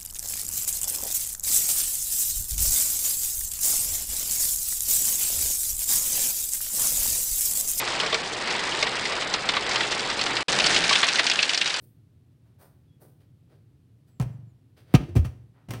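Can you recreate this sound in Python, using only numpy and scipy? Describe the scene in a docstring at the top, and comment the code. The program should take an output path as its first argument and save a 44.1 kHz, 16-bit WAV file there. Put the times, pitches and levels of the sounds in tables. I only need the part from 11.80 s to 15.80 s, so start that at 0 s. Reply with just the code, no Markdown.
"""Hands and clothes scuff on a football, then a volley thuds and flutters between garden walls.
The ball slams into wooden boards close by, drops on the grass and bounces again.
The squashed ball gives the thud, its casing the slap, the air inside a hollow ping.
Boots scuff, small birds whistle far off and distant traffic rumbles."""
import sys
import numpy as np
from scipy import signal
from scipy.fft import rfft, irfft
from scipy.io import wavfile
from scipy.ndimage import uniform_filter1d

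SR = 44100
rng = np.random.default_rng(int(sys.argv[2]) if len(sys.argv) > 2 else 0)


def put_to_file(sound):
    """Save the sound as 16-bit audio at rate SR, in the file named by the first command-line argument."""
    columns = np.atleast_2d(sound).T  # one column per channel
    safe = np.clip(columns, -1, 1)
    whole_steps = np.round(safe * 32767)
    wavfile.write(sys.argv[1], SR, whole_steps.astype(np.int16))


N = 176400
T = np.arange(N) / SR
BIN_HZ = np.arange(N // 2 + 1) * SR / N

# ball thuds: start_s, level_db, pitch_hz, rise_s, hold_s, t60_s, boom_db, flutter_send_db
BALL_THUDS = [(2.399, -16.5, 123, 0.0046, 0.0071, 0.15, -33, -10),
              (3.1403, -3.5, 128.8, .005, 0.0064, 0.05, -22.5, -32),
              (3.295, -34.5, 89, 0.005, 0.033, 0.23, -59, -34),
              (3.3595, -9, 99.7, 0.0086, 0.005, 0.039, -24.5, -39),
              (3.383, -12, 80, 0.0051, .014, .13, -27, -27.5),
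              (3.447, -28.5, 118, 0.0054, 0.02, 0.091, -40, -12.5),
              (3.886, -32, 115.6, 0.0069, 0.037, 0.75, -48, -18)]
# woody knocks within the blows: start_s, level_db, pitch_hz, t60_s
WOOD_KNOCKS = [(3.1415, -10, 244.4, .1), (3.283, -36, 345, .16), (3.3565, -15.5, 264.6, 0.066)]
BAND_HZ = (100, 300, 900, 3000, 12000)
# casing slaps, surface crunch: start_s, rise_s, t60_s, band_db at each BAND_HZ, tail_gain_db
CASING_SLAPS = [(2.3985, 0.00055, 0.13, -36.5, -35.5, -36, -45, -49, -18),
                (2.422, 0.0018, 0.049, -50.5, -35, -54, -52, -50.5, -26.5),
                (3.1403, 0.00093, 0.09, -21.5, -16.5, -23.5, -32.5, -43.5, -34),
                (3.1467, 0.00087, .055, -34, -30, -46, -21.5, -38.5, -34),
                (3.153, 0.0009, 0.021, -27, -21, -41.5, -30.5, -44, -28),
                (3.283, 0.0088, 0.067, -42.5, -41, -62, -67, -71, -24.5),
                (3.3525, 0.0023, 0.088, -51, -25, -43.5, -49.5, -48.5, -25),
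                (3.358, 0.0076, 0.11, -27.5, -25.5, -41.5, -41, -43.5, -23.5),
                (3.4425, 0.0097, 0.11, -38, -48.5, -48, -48.5, -51, -23),
                (3.885, 0.0025, 0.23, -42.5, -43, -52.5, -56, -57.5, -12),
                (3.9068, 0.00093, 0.11, -48, -38.5, -46, -44, -45, -17.5),
                (3.9355, .001, .11, -46, -37, -47.5, -46.5, -54, -13)]
# slap colour: freq_hz, gain_db
SLAP_EQ = [(50, -1.5), (150, 5), (300, -1), (540, 0.5), (750, 3), (1150, -3), (1700, -2), (2700, 1.5),
           (3900, -5), (5600, -0.5), (7300, -3.5), (9000, -0.5), (11000, -6.5), (15000, -1)]
# sharp first contacts: start_s, level_db
CASING_CRACKS = [(2.399, -23.5), (2.415, -25), (3.1397, -17.5), (3.1536, -19.5), (3.907, -23.5),
                 (3.9363, -27)]
# air modes inside the ball: pitch_hz, gain_db, width_hz
CAVITY_MODES = [(1056, -1, 26), (1214, 2, 15), (1307, 3.5, 16), (1622, 0, 25), (1839, 1, 35),
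                (2091, -0.5, 25), (2368, 3, 45), (2706, 4, 43), (3284, 5, 66), (4457, 2.5, 90),
                (5730, 1, 80)]
# blows that ring those modes clearly: start_s, level_db
CAVITY_PINGS = [(2.40, -61), (3.147, -35.5), (3.359, -45.5), (3.448, -52), (3.908, -50.5), (3.937, -49.5)]
# modes of boards and ball: pitch_hz, gain_db, t60_s
BOARD_MODES = [(244, 9, 0.15), (286.7, -2.5, .45), (344, -11, 0.99), (461, -2, 0.25), (519, -9, 0.13),
               (605, -10, .24), (734, -2, 0.18), (853, -7, 0.15), (1242, -3.5, 0.19), (1614, -15.5, 0.32),
               (2050, -15.5, .16), (2312, -0.5, 0.12), (2525, -7.5, .15), (2640, -1.5, 0.1)]
# hands, clothes, steps: start_s, rise_s, t60_s, band_db at each BAND_HZ, tail_gain_db
PLAYER_SCUFFS = [(0.0, 0.034, 0.4, -78, -55.5, -85, -88, -63, -15),
                 (.63, .04, 0.5, -74, -86, -73.5, -88, -87, -12),
                 (.782, 0.046, 0.23, -86, -64, -57.5, -75, -60.5, -8),
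                 (1.199, 0.024, 0.38, -82, -56, -61.5, -79.5, -60, -13),
                 (1.40, 0.0077, 0.26, -82, -69, -76.5, -77.5, -81, -20),
                 (1.67, .06, 0.35, -85, -62, -70.5, -78.5, -82, -15),
                 (2.265, 0.023, 0.22, -68, -76, -77.5, -81, -75.5, -13),
                 (2.961, .016, 0.37, -77, -63.5, -67.5, -67.5, -71.5, -11),
                 (3.06, 0.091, 0.37, -65, -64, -68.5, -73, -81, 6.5),
                 (3.735, 0.037, 0.52, -76, -82, -64.5, -78, -104, -11)]
# scuff colour: freq_hz, gain_db
SCUFF_EQ = [(100, -2), (250, -4.5), (450, 1.5), (620, 2), (950, -4.5), (1500, 1.5), (2500, 0), (4500, 2),
            (7200, -6.5), (8800, 1), (10500, -4), (15000, 1.5)]
# returns from fence and house: delay_s, gain_db
WALL_ECHOES = [(.052, -26), (.064, -24.5), (.086, -24.5)]
# distant birds: start_s, length_s, start_hz, end_hz, level_db
BIRD_CALLS = [(1.07, 0.11, 3360, 3350, -77.5), (2.27, 0.13, 7940, 7300, -79),
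              (2.51, 0.0535, 7600, 7050, -79), (2.66, 0.071, 7300, 6500, -83)]
# traffic and hiss spectrum: freq_hz, gain_db
TRAFFIC_EQ = [(20, -44), (40, -21.5), (62, -13.5), (85, -4.5), (115, 1.5), (150, -3.5), (200, -15.5),
              (270, -14.5), (380, -21.5), (550, -31.5), (950, -39), (1800, -42.5), (3600, -43.5),
              (7000, -51), (9000, -49), (15500, -53)]


def from_db(db):
    """Decibels to gain."""
    return 10 ** (np.asarray(db) / 20)


def eq_db(points, hz):
    """Interpolate a spectrum over log frequency."""
    knots_hz, db = np.transpose(points)
    return np.interp(np.log(hz), np.log(knots_hz), db)


def unit_rms(x):
    """Scale to unit rms."""
    return x / np.sqrt(np.mean(x ** 2) + 1e-20)


def butter(x, order, cut_hz, kind="low"):
    """Causal Butterworth filter."""
    return signal.sosfilt(signal.butter(order, cut_hz, kind, fs=SR, output="sos"), x)


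def envelope(age_s, rise_s, t60_s, hold_s=0):
    """Linear attack, hold, exponential release."""
    attack = np.clip(age_s / rise_s, 0, 1)
    return attack * from_db(-60 * np.clip((age_s - rise_s - hold_s) / t60_s, 0, 3))


def noise_bands():
    """Third-octave centres and their levelled noises, about unit power per octave."""
    edges_hz = 50 * 2 ** (np.arange(26) / 3)
    white = rfft(rng.standard_normal(N))
    noises = []
    for low_hz, high_hz in zip(edges_hz, edges_hz[1:]):
        band = unit_rms(irfft(white * ((BIN_HZ >= low_hz) & (BIN_HZ < high_hz)), N))
        power = uniform_filter1d(band ** 2, size=700)
        noises.append(band / np.sqrt(3 * (power + .05)))
    return np.sqrt(edges_hz[:-1] * edges_hz[1:]), np.array(noises)


def bursts(rows, eq, bands, grain_db, grain_hz=500):
    """Grainy contact noise with a smooth garden tail, shorter in the treble."""
    knots_s = np.arange(0, 4.01, 1 / grain_hz)
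    grain = from_db(grain_db * np.interp(T, knots_s, rng.standard_normal(N)[:len(knots_s)]))
    centres_hz, noises = bands
    treble = centres_hz > 2000
    out = np.zeros(N)
    for start_s, rise_s, t60_s, *band_db, tail_gain_db in rows:
        part = slice(int(start_s * SR), int(start_s * SR) + SR)
        age_s = T[part] - start_s
        gains = from_db(eq_db(list(zip(BAND_HZ, band_db)), centres_hz) + eq_db(eq, centres_hz))
        direct = envelope(age_s, rise_s, t60_s) * grain[part]
        for mask, tail_t60_s in ((~treble, .62), (treble, .51)):
            noise = (gains * mask) @ noises[:, part]
            tail = from_db(tail_gain_db) * envelope(age_s, rise_s + .022, tail_t60_s)
            out[part] += noise * np.hypot(direct, tail)
    return out


def thuds(squash=2.11, settle_s=.0027, boom_hz=57.9, boom_peak_s=.028):
    """The squashed ball pushes out a few sinking low cycles over a slower boom; the walls flutter."""
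    out, send = np.zeros(N), np.zeros(N)
    for start_s, level_db, pitch_hz, rise_s, hold_s, t60_s, boom_db, send_db in BALL_THUDS:
        age_s = np.maximum(T - start_s, 0)
        # glides down from (1 + squash) * pitch_hz
        cycles = pitch_hz * (age_s + squash * settle_s * (1 - np.exp(-age_s / settle_s)))
        thud = -from_db(level_db) * envelope(age_s, rise_s, t60_s, hold_s) * np.sin(2 * np.pi * cycles)
        swell = (age_s / boom_peak_s * np.exp(1 - age_s / boom_peak_s)) ** 4
        out += thud + from_db(boom_db) * swell * np.sin(2 * np.pi * boom_hz * age_s)
        send += from_db(send_db) * thud
    return out + flutter(send)


def knocks(rise_s=.003):
    """One quickly damped mode per knock."""
    out = np.zeros(N)
    for start_s, level_db, pitch_hz, t60_s in WOOD_KNOCKS:
        age_s = T - start_s
        out += from_db(level_db) * envelope(age_s, rise_s, t60_s) * np.sin(2 * np.pi * pitch_hz * age_s)
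    return out


def slaps(bands):
    """The casing slaps; the struck surface crunches."""
    return bursts(CASING_SLAPS, SLAP_EQ, bands, grain_db=1)


def cracks(decay_s=.00078):
    """The taut casing snaps on first contact."""
    strength = sum(from_db(level_db) * (T >= start_s) * np.exp(-np.clip((T - start_s) / decay_s, 0, 50))
                   for start_s, level_db in CASING_CRACKS)
    return butter(.5 * strength * rng.standard_normal(N), 1, cut_hz=1500, kind="high")


def cavity(casing):
    """The air in the ball resonates to the casing noise."""
    out = np.zeros(N)
    for pitch_hz, gain_db, width_hz in CAVITY_MODES:
        radius = np.exp(-np.pi * width_hz / SR)
        b = (1 - radius ** 2) / 2 * np.array([1, 0, -1])
        a = [1, -2 * radius * np.cos(2 * np.pi * pitch_hz / SR), radius ** 2]
        out += from_db(gain_db) * signal.lfilter(b, a, casing + 1e-18)
    return out


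def pings(tilt_db_per_octave=-4, spread_db=1.8):
    """The air in the ball rings freely, with random strength per mode and blow."""
    out = np.zeros(N)
    for start_s, level_db in CAVITY_PINGS:
        part = slice(int(start_s * SR), int(start_s * SR) + SR // 2)
        age_s = T[part] - start_s
        for pitch_hz, gain_db, width_hz in CAVITY_MODES:
            tilt_db = tilt_db_per_octave * np.log2(pitch_hz / CAVITY_MODES[0][0])
            gain = from_db(level_db + gain_db + tilt_db + rng.normal(0, spread_db))
            tone = np.sin(2 * np.pi * (pitch_hz * age_s + rng.random()))
            out[part] += gain * np.exp(-np.pi * width_hz * age_s) * tone
    return out


def boards(start_s=3.141, level_db=-32.5, rise_s=.002):
    """Boards and ball ring after the hardest blow."""
    age_s = np.maximum(T - start_s, 0)
    out = np.zeros(N)
    for pitch_hz, gain_db, t60_s in BOARD_MODES:
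        tone = np.sin(2 * np.pi * (pitch_hz * age_s + rng.random()))
        out += from_db(level_db + gain_db) * envelope(age_s, rise_s, t60_s) * tone
    return out


def flutter(x, first_s=.056, period_s=.0425, loss_db=3):
    """Bass bounces to and fro between the walls."""
    bass = butter(x, 2, cut_hz=172)
    return sum(from_db(-loss_db * k) * np.interp(T - first_s - k * period_s, T, bass, left=0)
               for k in range(6))


def echoes(x):
    """Dull returns from fence and house."""
    dull = butter(x, 1, cut_hz=2900)
    return sum(from_db(gain_db) * np.interp(T - delay_s, T, dull, left=0)
               for delay_s, gain_db in WALL_ECHOES)


def scuffs(bands):
    """Hands rub the ball; clothes and boots scuff."""
    return bursts(PLAYER_SCUFFS, SCUFF_EQ, bands, grain_db=2.1)


def birds(waver_rms_hz=55):
    """Thin wavering whistles that droop at the end."""
    waver_hz = waver_rms_hz * unit_rms(uniform_filter1d(rng.standard_normal(N), size=300))
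    out = np.zeros(N)
    for start_s, length_s, start_hz, end_hz, level_db in BIRD_CALLS:
        progress = np.clip((T - start_s) / length_s, 0, 1)
        pitch_hz = start_hz + (end_hz - start_hz) * progress ** 2 + waver_hz
        swell = np.sqrt(np.abs(np.sin(np.pi * progress)))
        out += from_db(level_db) * swell * np.sin(2 * np.pi * np.cumsum(pitch_hz) / SR)
    return out


def traffic(level_db=-56.5):
    """Steady far rumble with a faint hiss."""
    gains = from_db(eq_db(TRAFFIC_EQ, np.maximum(BIN_HZ, 1)))
    return from_db(level_db) * unit_rms(irfft(rfft(rng.standard_normal(N)) * gains, N))


def scene():
    """Ball, player and garden in mono."""
    bands = noise_bands()
    casing = slaps(bands) + cracks()
    ball = thuds() + knocks() + pings() + from_db(-2) * casing + from_db(-6.5) * cavity(casing)
    return (ball + boards() + echoes(ball) + scuffs(bands) + birds() + traffic())[None]


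def record(dry):
    """The microphone drops the deepest bass; a steep low-pass cuts the top."""
    thin = butter(dry, 3, cut_hz=44.4, kind="high")
    top_hz = 15900
    return signal.sosfilt(signal.ellip(12, .1, 80, top_hz, fs=SR, output="sos"), thin)


dry = scene()
out = record(dry)
put_to_file(out)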